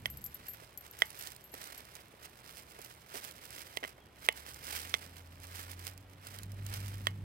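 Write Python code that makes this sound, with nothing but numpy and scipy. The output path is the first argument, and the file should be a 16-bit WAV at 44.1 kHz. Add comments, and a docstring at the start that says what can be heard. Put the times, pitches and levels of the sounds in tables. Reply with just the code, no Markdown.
"""A small dog is walked on a retractable leash along a quiet asphalt road.
From the start the street hushes and a far engine idles. The hollow plastic leash case knocks close by
on the right, the metal clasp tinkles, and a nylon jacket swishes as its sleeve rubs with each stride.
Soft shoes pad, and strap, fabric and grit tick. At 4 s a distant bird chirps once.
Just after that the engine speeds up and grows louder as it pulls away."""
import sys
import numpy as np
from scipy import signal
from scipy.fft import rfft, irfft, next_fast_len
from scipy.io import wavfile

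SR = 44100
rng = np.random.default_rng(int(sys.argv[2]) if len(sys.argv) > 2 else 0)


def wav_record(signal):
    """Record a signal, one row per channel, as 16-bit PCM in the file named by sys.argv[1]."""
    frames = np.transpose(np.atleast_2d(signal))
    bounded = np.clip(frames, -1, 1)
    # unit amplitude maps onto the largest positive 16-bit level
    quanta = np.round(bounded * 32767).astype(np.int16)
    wavfile.write(sys.argv[1], SR, quanta)


N = 319272
TIME = np.arange(N) / SR
CUTOFF_HZ = 16000


def from_db(db):
    """Turn decibels into a number to multiply by."""
    return 10 ** (np.asarray(db) / 20)


def unit_power(x):
    """Scale a sound to an average power of one."""
    return x / np.sqrt(np.mean(x ** 2) + 1e-20)


def curve(rows):
    """Join (time, value) points with straight lines, one value per sample."""
    return np.interp(TIME, *np.transpose(rows))


def coloured(x, spectrum):
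    """Make some pitches stronger and others weaker; the result has a power of one."""
    hz, db = np.transpose(spectrum)
    size = next_fast_len(N)
    bin_hz = np.maximum(np.fft.rfftfreq(size, 1 / SR), 1)
    gain = from_db(np.interp(np.log(bin_hz), np.log(hz), db))
    edges = np.minimum(bin_hz / hz[0], 1) ** 2 * (bin_hz < CUTOFF_HZ)
    return unit_power(irfft(rfft(x, size) * gain * edges, size)[..., :N])


def band(x, low_hz, high_hz):
    """Keep the pitches between two limits."""
    edges_hz = [low_hz, min(high_hz, SR / 2 - 1)]
    return signal.sosfilt(signal.butter(2, edges_hz, "band", fs=SR, output="sos"), x + 1e-18)


def drift(per_s):
    """A random wander around zero, typically by about one."""
    points = rng.standard_normal(4000)
    return np.interp(TIME * per_s, np.arange(len(points)), points) * np.sqrt(3 / 2)


def fade(t, ring_s):
    """Die away by 60 dB in ring_s seconds."""
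    return np.exp(-np.log(1000) * t / ring_s)


def delayed(x, delay_s):
    """The same sound a little later."""
    return np.interp(TIME - delay_s, TIME, x, left=0)


def add(track, start_s, sound):
    """Mix a short sound in at its moment."""
    i = max(round(start_s * SR), 0)
    track[i:i + len(sound)] += sound[:N - i]


def on_right(x, lag_s=0.00039, dull_share=0.9, dull_above_hz=2480):
    """A sound close on the right reaches the left side later, softer and duller."""
    dull = signal.sosfilt(signal.butter(1, dull_above_hz, fs=SR, output="sos"), x + 1e-18)
    left = delayed(x + dull_share * (dull - x), lag_s)
    return np.array([left, x]) * from_db([[-1.3], [1.9]])


# tone colour of the street's hush: pitch_hz, level_db
AIR_COLOUR = [(150, -2), (300, 3.5), (500, 3), (1000, -1.5), (1800, -8), (3200, -8.5), (4200, -18),
              (16000, -37)]


def street_air(level_db=-64, width=0.64):
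    """The even hush of the neighbourhood, a little different on each side."""
    noise = rng.standard_normal(N) + width * rng.standard_normal((2, N))
    return from_db(level_db) * coloured(noise, AIR_COLOUR)


# how fast the engine fires, idling and then pulling away: time_s, pitch_hz
FIRING_PITCH = [(0, 69.4), (.5, 68), (4.3, 67.1), (4.6, 71), (4.92, 85.3), (5.45, 86.4), (5.8, 90),
                (6.02, 95.2), (6.25, 95.7), (6.55, 98.8), (6.9, 99.1), (7.24, 98.74)]
# loudness of the firing tone: time_s, level_db
FIRING_LEVEL = [(0, -61), (.14, -54), (.5, -71), (2, -70.5), (3.2, -75.5), (4.3, -68), (4.78, -55),
                (4.92, -59), (5.8, -50), (6.02, -57), (6.25, -58), (6.55, -44), (6.9, -41.5), (7.24, -44)]
# loudness of the exhaust rumble: time_s, level_db
RUMBLE_LEVEL = [(.14, -53.5), (.5, -65), (4.1, -65.5), (4.6, -62), (5.8, -62), (6.25, -60.5), (6.57, -52),
                (7.24, -50.5)]
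# tone colour of that rumble: pitch_hz, level_db
RUMBLE_COLOUR = [(20, -12), (33, -34), (46, -2), (68, -2), (110, 2), (170, -4), (250, -10.5), (400, -19),
                 (900, -48.5)]


def engine(octave_below_db=-17, octave_above_db=-13, hum_db=-70.5, wobble=0.005, waver_db=0.44):
    """Only the low firing tones, a faint hum and the exhaust rumble carry this far."""
    rumble_db = curve(RUMBLE_LEVEL)
    firing_hz = curve(FIRING_PITCH) * (1 + wobble * drift(14))
    phase = 2 * np.pi * np.cumsum(firing_hz) / SR
    firing = np.sin(phase) + from_db(octave_below_db) * np.sin(phase / 2)
    firing *= from_db(curve(FIRING_LEVEL) + waver_db * drift(12))
    octave = from_db(rumble_db + octave_above_db + waver_db * drift(3.4)) * np.sin(2 * phase)
    hum_hz = np.interp(TIME, [5.0, TIME[-1]], [271, 290])
    hum_gain = curve([(3.3, 0), (5.0, 1)]) * from_db(hum_db + waver_db * drift(18))
    hum = hum_gain * np.sin(2 * np.pi * np.cumsum(hum_hz) / SR)
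    middle = coloured(rng.standard_normal(N), RUMBLE_COLOUR)
    sides = coloured(rng.standard_normal((2, N)), RUMBLE_COLOUR)
    rumble = from_db(rumble_db) * (middle + 0.2 * sides)
    return (np.sqrt(2) * (firing + octave + hum) + rumble) * from_db([[-.4], [.4]])


# knocks on the leash case: start_s, body_db, shell_db, snap_db, shell_pitch_hz
KNOCKS = [(.0575, -44.5, -31.5, -31, 1975), (1.0203, -37, -19.5, -25, 1992), (3.772, -43, -36, -33, 2020),
          (3.8322, -57, -43, -48.5, 2110), (3.8389, -46.5, -38, -42.5, 1880), (3.8409, -60, -55, -47, 1910),
          (3.8486, -46, -39.5, -47, 2070), (4.2877, -32, -21, -24, 2030), (4.9408, -35.5, -29.5, -26, 2085),
          (4.9478, -62, -38.5, -38, 2080), (7.0698, -35, -29.5, -27.5, 1985)]
# the case's tones, retuned for each knock (3 hollow body, 2 shell, then snap): pitch_hz, level_db, ring_s
CASE_TONES = [(440, -4, 0.024), (628, -0.5, 0.02), (1002, 6.5, 0.006), (1880, -2, 0.021), (1945, 5, 0.016),
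              (2660, -8.5, 0.038), (3170, 11, 0.013), (3540, 12.5, 0.003), (4610, -3, 0.013),
              (5380, 1, 0.0075), (8230, 1.5, 0.0048), (11100, -21.5, 0.0035)]
# tones of the coiled steel spring inside: pitch_hz, level_db, ring_s
SPRING_TONES = [(881, -24.5, 0.27), (1840, -50, 0.14), (1995, -17, 0.078), (2147, -16, 0.12),
                (2680, -35, 0.13), (3000, -20, 0.14)]


def leash_case(body_boost_db=4.5, shell_boost_db=0.5, snap_boost_db=1.0, detune=0.021, chatter=0.59):
    """The reel's catch hits the hollow case and chatters; the hand's grip shifts the pitch."""
    out, t = np.zeros(N), np.arange(SR // 6) / SR
    case_hz, tone_db, ring_s = np.transpose(CASE_TONES)[:, :, None]
    attack = round(.006 * SR)
    for start_s, body_db, shell_db, snap_db, shell_hz in KNOCKS:
        blow = chatter * rng.standard_normal(attack) * fade(t[:attack], .007) / np.sqrt(SR / 1000)
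        blow[0] = 1   # the first hit, ahead of the chatter
        hz = case_hz * shell_hz / case_hz[4] * (1 + detune * rng.standard_normal(case_hz.shape))
        tones = from_db(tone_db) * np.sin(2 * np.pi * hz * t) * fade(t, ring_s)
        crack = from_db(-13) * band(rng.standard_normal(len(t)), 3000, 19100) * fade(t, 0.014)
        body = tones[:3].sum(axis=0)
        shell = -tones[3:5].sum(axis=0)
        snap = tones[5:].sum(axis=0) / 2 + 2 * crack
        levels_db = body_db + body_boost_db, shell_db + shell_boost_db, snap_db + snap_boost_db
        for part, db in zip((body, shell, snap), levels_db):
            ring = band(signal.fftconvolve(part, blow), 530, 18000)
            add(out, start_s, from_db(db) * ring / np.std(ring[:attack]))
        # the spring rings on faintly, louder after a harder blow
        force = from_db((body_db + shell_db) / 2 + 2)
        for spring_hz, spring_db, spring_ring_s in SPRING_TONES:
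            spring = np.sin(2 * np.pi * spring_hz * t) * fade(t, spring_ring_s)
            add(out, start_s, force * from_db(spring_db + 2 * rng.standard_normal()) * spring)
    return out


def near_echoes(x, ring_s=0.15, first_echo_s=0.00146):
    """Sound bounces faintly off the walker's body and the road."""
    t = np.arange(SR // 4) / SR
    echoes = band(rng.standard_normal((2, len(t))), 470, 4200) * fade(t, ring_s) * (t > first_echo_s)
    echoes = unit_power(echoes) / np.sqrt(len(t)) * from_db(-24) / 2
    return signal.fftconvolve(x[None], echoes, axes=1)[:, :N] * from_db([[-1.5], [1.5]])


# the clasp touching its ring: start_s, ring_db, ring_s, tap_db
CLASP_TOUCHES = [(.0648, -38, .021, -40), (0.101, -41, 0.13, -39), (0.172, -41, 0.05, -38),
                 (.216, -50, .054, -43), (.241, -36, 0.15, -33), (.2624, -33, 0.055, -33),
                 (.3446, -36, .052, -46), (.484, -36.5, 0.17, -42), (.535, -40, 0.059, -44),
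                 (0.7752, -37, 0.064, -32), (0.8092, -46, 0.035, -48), (0.9117, -42, .027, -45),
                 (0.989, -49, .085, -32.5), (1.056, -50, .12, -39), (1.19, -43, 0.08, -36),
                 (1.4403, -50, 0.16, -45), (1.5177, -52, .19, -53), (1.541, -41, .036, -43),
                 (1.778, -39.5, .027, -40)]


def clasp(high_hz=(12260, 12345), low_hz=(7197, 7569)):
    """Each touch, on the left, gives a tap and four thin tones that last while the clasp hangs free."""
    rings, taps, t = np.zeros(N), np.zeros(N), np.arange(SR // 3) / SR
    main, twin = np.sin(2 * np.pi * np.outer(high_hz, t))
    low = np.sin(2 * np.pi * np.outer(low_hz, t)).sum(axis=0) / np.sqrt(2)
    tones = main + from_db(-16) * twin + from_db(-21) * low
    for start_s, ring_db, ring_s, tap_db in CLASP_TOUCHES:
        add(rings, start_s, from_db(ring_db) * tones * fade(t, ring_s))
        tap = band(rng.standard_normal(len(t)), 5400, 18000) * fade(t, 0.016)
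        add(taps, start_s, from_db(tap_db - 7) * tap)
    return rings * from_db([[3], [-3]]) + taps * from_db([[5], [-5]])


# strokes of the sleeve against the jacket: fastest_rub_s, level_db, swell_s, fade_s
SLEEVE_STROKES = [(.26, -71.5, 0.059, 0.074), (.54, -65.5, 0.35, 0.19), (.86, -63, 0.034, 0.015),
                  (1.01, -60, 0.079, 0.21), (1.239, -52, 0.055, 0.056), (1.54, -57.5, 0.006, 0.059),
                  (1.62, -59.5, 0.056, 0.23), (1.96, -63, 0.075, 0.082), (2.251, -57, 0.03, 0.022),
                  (2.592, -57, 0.13, 0.034), (2.82, -61, 0.15, .12), (3.15, -50, 0.027, 0.026),
                  (3.249, -53, 0.04, 0.051), (3.6, -55.5, 0.19, 0.097), (3.88, -59, 0.045, 0.025),
                  (4.25, -57, 0.034, 0.036), (4.37, -56, .04, 0.051), (4.49, -56, 0.075, 0.076),
                  (4.749, -45.5, 0.075, 0.074), (4.9, -54.5, .06, 0.097), (5.024, -55, 0.021, 0.027),
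                  (5.18, -63, 0.074, 0.047), (5.579, -53.5, 0.094, 0.076), (5.7, -58, 0.021, 0.04),
                  (5.876, -54.5, 0.055, .02), (6.28, -57.5, 0.042, 0.095), (6.77, -54, .08, 0.034),
                  (6.84, -56, 0.039, 0.083), (7.06, -62, 0.072, .04)]


def sleeve_rub_db(resting_db=-78.5, roundness=0.95, uneven_db=1.63):
    """How loud the rub is: each stroke swells and fades, and the jacket never quite stops moving."""
    power = from_db(resting_db) ** 2
    for fastest_s, db, swell_s, fade_s in SLEEVE_STROKES:
        from_peak = np.maximum((fastest_s - TIME) / swell_s, (TIME - fastest_s) / fade_s)
        stroke = from_db(db) * np.exp(-np.minimum(from_peak, 6) ** roundness)
        power = power + stroke ** 2
    return 10 * np.log10(power) + uneven_db * drift(34)   # the sleeve catches and lets go


def friction(per_s, spread_db, smooth):
    """Threads catch and slip: clicks of uneven size over a smooth rub."""
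    sizes = from_db(spread_db * np.minimum(rng.exponential(1, N), 4)) * rng.standard_normal(N)
    clicks = sizes * (rng.random(N) < per_s / SR)
    return unit_power(clicks) + smooth * rng.standard_normal(N)


# tone colour of the threads' bright hiss: pitch_hz, level_db
HISS_COLOUR = [(1400, -14), (3000, -0.5), (4000, -4.5), (5100, 0.5), (7000, -6.5), (8600, -1), (10500, -6),
               (12600, -2), (15500, -7.5)]
# tone colour of the cloth's lower rustle: pitch_hz, level_db
CLOTH_COLOUR = [(120, -21), (300, -6), (550, -3.5), (900, -2.5), (1350, 0), (2100, -2), (3000, -7),
                (4200, -8.5), (8000, -69)]


def jacket(rub_db, cloth_follows=0.72, pivot_db=-57.5):
    """Nylon rubs in uneven slips; the sleeve is wide, so each side hears a different hiss."""
    cloth_db = pivot_db + cloth_follows * (rub_db - pivot_db)   # swings less than the hiss
    slips = from_db(2.16 * drift(170) + 0.78 * drift(600))   # slow and fast
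    threads = [coloured(friction(per_s=5800, spread_db=6, smooth=0.36), HISS_COLOUR) for _ in range(3)]
    hiss = on_right(threads[0]) + np.array(threads[1:]) * from_db([[-3.5], [4.5]])
    folds = [coloured(friction(per_s=3000, spread_db=5, smooth=0.99), CLOTH_COLOUR) for _ in range(3)]
    cloth = on_right(folds[0]) + np.array(folds[1:]) * from_db([[-11], [-6]])
    return slips * (from_db(rub_db + 2) * hiss + from_db(cloth_db + 3.5) * cloth)


def creases(rub_db, per_s=65, boost_db=15, spread_db=6, follows=0.88, ring_s=0.011):
    """Creases flip over at random, louder while the jacket moves."""
    motion_db = rub_db.mean() + follows * (rub_db - rub_db.mean())
    size_db = motion_db + boost_db + spread_db * rng.uniform(-1.3, 1, N)
    flips = from_db(size_db) * (rng.random(N) < per_s / SR)
    tails = signal.lfilter([1], [1, -fade(1 / SR, ring_s)], flips + 1e-18)
    return on_right(band(tails * rng.standard_normal(N), 3400, 16760))


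# shoes landing: start_s, level_db, length_s
STEPS = [(.618, -53.5, 0.012), (1.537, -44, 0.008), (2.137, -51.5, 0.0057), (2.789, -49, 0.015),
         (3.142, -48, 0.034), (3.827, -44, 0.02), (3.98, -54, .013), (6.533, -59, 0.026), (6.648, -72, .02)]
# tone colour of a sole on the road: pitch_hz, level_db
SOLE_COLOUR = [(100, -45), (250, 2), (450, 4.5), (700, 6.5), (1100, -6), (2200, -6), (5000, -33),
               (16000, -45)]


def footsteps(rise_s=0.00062):
    """Soft soles land on asphalt with a short, dull pad."""
    press, t = np.zeros(N), np.arange(SR // 5) / SR
    for start_s, db, length_s in STEPS:
        add(press, start_s, from_db(db) * (1 - np.exp(-t / rise_s)) * np.exp(-(t / length_s) ** 2))
    return on_right(press * coloured(rng.standard_normal(N), SOLE_COLOUR))


# the sharpest ticks: start_s, level_db
TICKS = [(1.104, -30), (1.2236, -27), (1.272, -26), (1.319, -32.5), (1.3632, -33), (1.5404, -32),
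         (1.723, -35), (1.852, -38), (1.953, -31), (2.503, -39), (2.847, -30.5), (3.242, -34),
         (3.3108, -31.5), (3.4539, -33.5), (3.5057, -31), (3.595, -41), (3.766, -33), (4.2634, -29.5),
         (4.325, -32.5), (4.645, -31.5), (4.8948, -30), (5.469, -36), (5.7153, -28), (5.794, -35),
         (5.9766, -33), (6.2692, -28.5), (6.2723, -35), (6.3873, -29), (6.4328, -31), (6.5185, -34),
         (6.6651, -28.5), (6.6972, -34)]


def ticks(trim_db=-5.5, ring_s=0.015):
    """Strap, fabric and grit give tiny dry snaps."""
    out, t = np.zeros(N), np.arange(SR // 30) / SR
    for start_s, db in TICKS:
        add(out, start_s, from_db(db + trim_db) * rng.standard_normal(len(t)) * fade(t, ring_s))
    return on_right(band(out, 2300, SR / 2))


def bird(start_s=4.0, length_s=0.045, first_hz=3420, last_hz=3150, level_db=-66, echo_db=-8):
    """A short falling chirp and its echo off the houses."""
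    progress = np.clip((TIME - start_s) / length_s, 0, 1)
    pitch_hz = first_hz + (last_hz - first_hz) * progress
    call = from_db(level_db) * np.sin(np.pi * progress) * np.sin(2 * np.pi * np.cumsum(pitch_hz) / SR)
    return call + from_db(echo_db) * delayed(call, .045)


def scene():
    """Street, leash, walker and bird together, in stereo."""
    street = street_air() + engine()
    case = leash_case()
    leash = on_right(case) * from_db([[-1.2], [.4]]) + near_echoes(case) + clasp()
    rub_db = sleeve_rub_db()
    walker = jacket(rub_db) + creases(rub_db) + footsteps() + ticks()
    return street + leash + walker + bird()


def record(dry):
    """Cut the very highest treble steeply."""
    return signal.sosfilt(signal.ellip(12, .1, 80, CUTOFF_HZ, fs=SR, output="sos"), dry)


dry = scene()
out = record(dry)
wav_record(out)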